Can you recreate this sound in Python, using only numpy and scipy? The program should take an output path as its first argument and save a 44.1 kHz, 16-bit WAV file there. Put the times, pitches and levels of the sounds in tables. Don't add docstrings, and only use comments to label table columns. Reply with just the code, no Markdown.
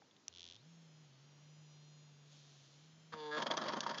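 import sys
import numpy as np
from scipy import signal
from scipy.fft import rfft, irfft
from scipy.io import wavfile
from scipy.ndimage import uniform_filter1d

SR = 44100
rng = np.random.default_rng(int(sys.argv[2]) if len(sys.argv) > 2 else 0)


def store_wav(level_fs):
    pcm = np.round(np.clip(np.atleast_2d(level_fs), -1, 1) * 32767)
    wavfile.write(sys.argv[1], SR, pcm.T.astype(np.int16))


N = 176400
SWITCH_S, PRESS_S, RELEASE_S = .2813, 3.12, 3.385
SHELL_CUT_HZ = 1130

# f/Hz, level/dB
RUBBING_COLOUR = [(1000, -13.5), (2600, -7), (3400, 2), (5200, 0), (7000, 3.5)]
# f/Hz, width/Hz, level/dB
TRAY_MODES = [(221, 32.5, 1), (306, 210, -8.5), (562, 76, -2), (624, 78, -4.5), (728, 100, -9),
              (939.4, 44.5, 1), (1082, 72, -2), (1240, 280, -6)]


def undb(db):
    return 10 ** (np.asarray(db) / 20)


def unit(x):
    return x / np.sqrt(np.mean(x ** 2))


def curve(table, column=1):
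    rows = np.array(table, float)
    return np.interp(np.arange(N) / SR, rows[:, 0], rows[:, column])


def gate(start, end, fade):
    t = np.arange(N) / SR
    return np.clip((t - start) / fade, 0, 1) * np.clip((end - t) / fade + 1, 0, 1)


def gain_at(points, hz):
    rows = np.array(points, float)
    return undb(np.interp(np.log(hz + 1), np.log(rows[:, 0]), rows[:, 1]))


def colour(x, points):
    return unit(irfft(rfft(x) * gain_at(points, np.arange(N // 2 + 1) * SR / N), N))


def cut(x, hz, keep="high", order=3):
    return signal.sosfilt(signal.butter(order, hz, keep, fs=SR, output="sos"), x)


def ring(x, modes):
    return sum(undb(db) * signal.lfilter(*signal.iirpeak(hz, hz / width, fs=SR), x)
               for hz, width, db in modes)


def drift(rate):
    step = int(SR / rate)
    stairs = np.repeat(rng.standard_normal(N // step + 1), step)
    return unit(uniform_filter1d(uniform_filter1d(stairs, step), step)[:N])


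def per_turn(turns):
    at = np.interp(np.arange(0, int(turns[-1])), turns, np.arange(N))
    i = at.astype(int)
    return np.bincount(i, 1 - at + i, N + 1)[:N] + np.bincount(i + 1, at - i, N + 1)[:N]


def harmonic(turns, k):
    return np.sqrt(2) * np.sin(2 * np.pi * (k * turns + rng.random()))


def click(s, peak_db, modes, crunch=0, crunch_s=.0034):
    age = np.arange(N) - int(s * SR)
    tail = crunch * rng.standard_normal(N) * (age > 0) * np.exp(-np.abs(age) / SR / crunch_s)
    rung = ring((age == 0) + tail + 1e-18, modes)
    return undb(peak_db) * rung / np.abs(rung).max()


def room():
    # f/Hz, level/dB
    room_colour = [(30, -34.5), (60, -21.5), (110, -2), (250, -1.5), (600, -7.5), (2500, -16),
                   (7000, -11.5)]
    return undb(-66) * colour(rng.standard_normal(N), room_colour)


def finger_taps():
    # t/s, peak/dB, f/Hz, width/Hz
    taps = [(.019, -56.5, 790, 88), (.111, -57, 3420, 500), (.165, -55.5, 3750, 900)]
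    return sum(click(s, db, [(hz, width, 0)], crunch=.17) for s, db, hz, width in taps)


def switch():
    # f/Hz, width/Hz, level/dB
    switch_modes = [(900, 900, -24.5), (3570, 2300, -18.5), (5850, 490, 1)]
    return click(SWITCH_S, peak_db=-24.5, modes=switch_modes)


def scraping(turns):
    # t/s, level/dB
    levels = [(2.24, -73), (2.33, -58.5), (2.75, -62), (2.92, -67.5)]
    rubbing = colour(rng.standard_normal(N) * undb(2.5 * np.cos(2 * np.pi * turns)), RUBBING_COLOUR)
    return rubbing * undb(curve(levels)) * gate(levels[0][0], levels[-1][0], .02)


def ticking(turns):
    # t/s, level/dB
    levels = [(.32, -65.5), (.395, -54.5), (.5, -56), (.535, -62), (.568, -60)]
    # f/Hz, width/Hz, level/dB
    tick_modes = [(3420, 420, 2), (4060, 1800, -5), (5430, 650, -7)]
    jitter_turns, low_edge_hz = .014, 2200
    taps = per_turn(turns + jitter_turns * drift(77)) * undb(1.2 * drift(79.1))
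    ticks = unit(cut(cut(ring(taps, tick_modes), low_edge_hz), low_edge_hz))
    return ticks * undb(curve(levels)) * gate(levels[0][0], levels[-1][0], .002)


def whine(turns):
    multiples = [25, 33, 39, 45]
    first_db = [-96, -83.5, -82, -90]
    turned_db = [-83.5, -81.5, -78, -77.5]
    # t/s, gain/dB
    grip = [(.58, 5), (.72, 5), (1.14, 1), (1.26, 0), (2.05, 2), (2.25, -2), (2.4, -17), (2.83, -15),
            (2.93, 0)]
    turned = gate(.75, N / SR, fade=.95)
    tones = 0
    for k, before, after in zip(multiples, first_db, turned_db):
        gain = undb(before + (after - before) * turned + 2 * drift(13))
        tone = harmonic(turns, k)
        neighbours = undb(-22.5) * (harmonic(turns, k - 1) + harmonic(turns, k + 1))
        tones += gain * (tone + neighbours)
    return tones * undb(curve(grip))


def motor(turns, hz):
    # t/s, gain/dB
    nearness = [(1.3, -6), (1.6, -3), (2.1, -4.5), (2.7, -8)]
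    # f/Hz, level/dB
    brush_colour = [(1200, -4), (2300, 0), (3200, 6), (3900, -1.5), (4200, 1.5), (4600, -15), (6800, 2.5)]
    strength = (hz / 150) ** 2.4 * undb(curve(nearness))
    hum = undb(-58) * strength * harmonic(turns, 1)
    buzz = unit(sum(gain_at(brush_colour, k * hz) * undb(2 * drift(3)) * harmonic(turns, k)
                    for k in range(2, 52)))
    rubbing = rng.standard_normal(N) * undb(12 * np.cos(2 * np.pi * turns))
    hiss = cut(colour(rubbing, RUBBING_COLOUR), SHELL_CUT_HZ)
    body = unit(ring(buzz + hiss, [(4180, 38, 0)]))
    whirr = strength ** .44 * (undb(-72.5) * buzz + whine(turns))
    return (hum + whirr + undb(-81.5) * hiss + undb(-86.5) * body) * gate(SWITCH_S, N / SR, .01)


def pressed_legs(turns):
    # t/s, bass/dB, middle/dB, treble/dB
    levels = [(3.125, -63, -52, -56), (3.138, -46.5, -53.5, -56.5), (3.155, -51.5, -66, -70),
              (3.21, -47.5, -72.5, -59), (3.3, -45.5, -60.5, -61), (3.325, -49.5, -46.5, -57),
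              (3.39, -43.5, -45.5, -49)]
    # t/s, roughness from 0 to 1
    looseness = [(3.145, .65), (3.18, 0.17), (3.345, 0.04), (3.39, .7)]
    light_db = [-8.5, 3.5, -22, -12.5, 0.5, -9]
    firm_db = [-2.5, 6, 1, -6, -4.5, -2.5]
    # f/Hz, level/dB
    middle_colour = [(900, -15.5), (1200, -0.5), (1480, -13.5), (1660, 1.5), (1850, -14.5), (2800, -36.5)]
    # f/Hz, level/dB
    treble_colour = [(2300, -9), (3100, -4.5), (3450, 4), (3950, -4.5), (4700, -0.5), (5500, -14.5),
                     (6800, -10)]
    rough = curve(looseness)
    clean = np.sqrt(1 - rough ** 2)
    grit = unit(rng.standard_normal(N) * np.exp(-(turns % 1) / .5))
    press = gate(3.3, N / SR, fade=.035)
    tones = unit(sum(undb(light + (firm - light) * press + drift(15)) * harmonic(turns, k)
                     for k, (light, firm) in enumerate(zip(light_db, firm_db), 2)))
    uneven = turns + .0068 * drift(130)
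    strikes = sum(undb(2 * drift(20)) * harmonic(uneven, k) for k in range(8, 48))
    strikes *= undb(2 * drift(170) + 2.5 * np.cos(2 * np.pi * turns))
    bass = clean * tones + rough * unit(ring(grit, TRAY_MODES))
    middle = clean * colour(strikes, middle_colour) + rough * colour(grit, middle_colour)
    treble = clean * colour(strikes, treble_colour) + rough * colour(grit, treble_colour)
    buzz = sum(band * undb(curve(levels, i)) for i, band in enumerate([bass, middle, treble], 1))
    return buzz * gate(PRESS_S, N / SR, .0055) * gate(0, RELEASE_S, .02)


def thumps():
    # t/s, peak/dB, centre of the push f/Hz
    landings = [(3.461, -35, 537), (3.503, -30, 690), (3.864, -27, 940)]
    push_width_hz = 170
    sound = np.zeros(N)
    for s, db, hz in landings:
        push = ring((np.arange(N) == int(s * SR)) + 1e-18, [(hz, push_width_hz, 0)])
        rung = ring(push + 1e-18, TRAY_MODES)
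        sound += undb(db) * rung / np.abs(rung).max()
    return sound


def knocks():
    # t/s, peak/dB, share of crunch, crunch decay/s
    hits = [(3.57, -30, 0.63, 0.006), (3.806, -20, 0.088, 0.0038)]
    # f/Hz, width/Hz, level/dB
    knock_modes = [(1710, 74, 2), (3731, 270, -9), (4450, 1100, 2.5), (5700, 270, 5), (6200, 320, -15)]
    return sum(click(s, db, knock_modes, crunch, decay) for s, db, crunch, decay in hits)


def flurry(s, attack_s, decay_s):
    t = np.arange(N) / SR
    return np.exp(-np.maximum((s - t) / attack_s, (t - s - .004) / decay_s).clip(0))


def struck(contacts, power, modes):
    pushes = [contacts * np.sign(rng.standard_normal(N)) * undb(2 * drift(25.047)) for _ in modes]

    def rung(force):
        return sum(ring(force * push, [mode]) for push, mode in zip(pushes, modes))

    return rung(np.sqrt(power)) / np.std(rung(.92))


def hopping(turns):
    # t/s, strength/dB, relative treble/dB
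    hops = [(3.401, -28, -15.5), (3.422, -25, -5), (3.467, -25, -5), (3.511, -23.5, -3),
            (3.538, -30.5, -11), (3.575, -27, -5), (3.616, -36, -1.5), (3.637, -35.5, -5.5),
            (3.665, -37.5, -4.5), (3.685, -26.5, -4), (3.723, -31.5, -6), (3.734, -34.5, -4.5),
            (3.768, -26.5, -10.5), (3.832, -35, -1.5), (3.867, -30.5, -4), (3.894, -32, -3.5),
            (3.909, -30, -8), (3.945, -36, 0), (3.98, -38.5, 5.5)]
    # t/s, level/dB
    skitter_levels = [(3.37, -40.5), (3.45, -55.5), (3.55, -53.5), (3.62, -45), (3.82, -50.5), (4, -51.5)]
    # f/Hz, width/Hz, level/dB
    shell_modes = [(1692, 230, 2), (3080, 94, -7.5), (3306, 180, 2.5), (3950, 220, -8.5), (4700, 490, -4.5),
                   (5330, 170, -7), (6230, 620, -10)]
    contacts_per_s, tray_lead_s = 2100, .0014
    skitter = gate(RELEASE_S - .02, N / SR, .02) * undb(curve(skitter_levels))
    tray_power, shell_power = skitter ** 2, (skitter * undb(-8.5)) ** 2
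    for s, db, treble in hops:
        tray_power += (undb(db - 13.5) * flurry(s - tray_lead_s, attack_s=.004, decay_s=.013)) ** 2
        shell_power += (undb(db + treble - 9) * flurry(s, attack_s=.0029, decay_s=.0065)) ** 2
    downswing = undb(np.cos(2 * np.pi * turns))
    contacts = (rng.random(N) < contacts_per_s / SR) * downswing
    tray = cut(struck(contacts, tray_power, TRAY_MODES), hz=117)
    shell = cut(struck(contacts, shell_power, shell_modes), SHELL_CUT_HZ)
    return cut(tray, hz=2100, keep="low", order=4) + shell


def scene():
    # t/s, f/Hz
    starting = [(.3, 84.2), (.365, 89.6), (.405, 85.2), (.44, 86.2), (.54, 86.7), (.552, 111.9),
                (.59, 111.9)]
    # t/s, f/Hz
    running = [(.66, 159.2), (.7, 167.3), (.81, 165.5), (.934, 153.7), (1.02, 154.2), (1.098, 138.5),
               (1.17, 133), (1.266, 146.9), (1.372, 144.7), (1.468, 150.9), (1.59, 152.3), (1.778, 148.9),
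               (2.052, 150), (2.13, 145), (2.3, 147.9), (2.5, 145), (2.67, 137.6), (2.78, 146.5),
               (2.85, 157.2), (3.12, 159.2), (3.2, 152.8), (3.31, 150), (3.38, 152.7)]
    wobble, first_tick_s = .001923, .327
    hz = curve(list(starting) + list(running)) * (1 + wobble * drift(18))
    turns = np.cumsum(hz) / SR
    turns -= turns[int(first_tick_s * SR)]
    mix = switch() + knocks() + thumps() + finger_taps() + room()
    toy = motor(turns, hz) + ticking(turns) + scraping(turns) + pressed_legs(turns) + hopping(turns)
    return (mix + toy)[None]


def record(dry):
    # f/Hz, gain/dB
    mic_colour = [(200, 0), (3600, 1), (6500, -3)]
    heard = irfft(rfft(dry, 2 * N) * gain_at(mic_colour, np.arange(N + 1) * SR / (2 * N)))[:, :N]
    thin = cut(heard, hz=60, order=2)
    return cut(thin, hz=7000, keep="low", order=24)


dry = scene()
out = record(dry)
store_wav(out)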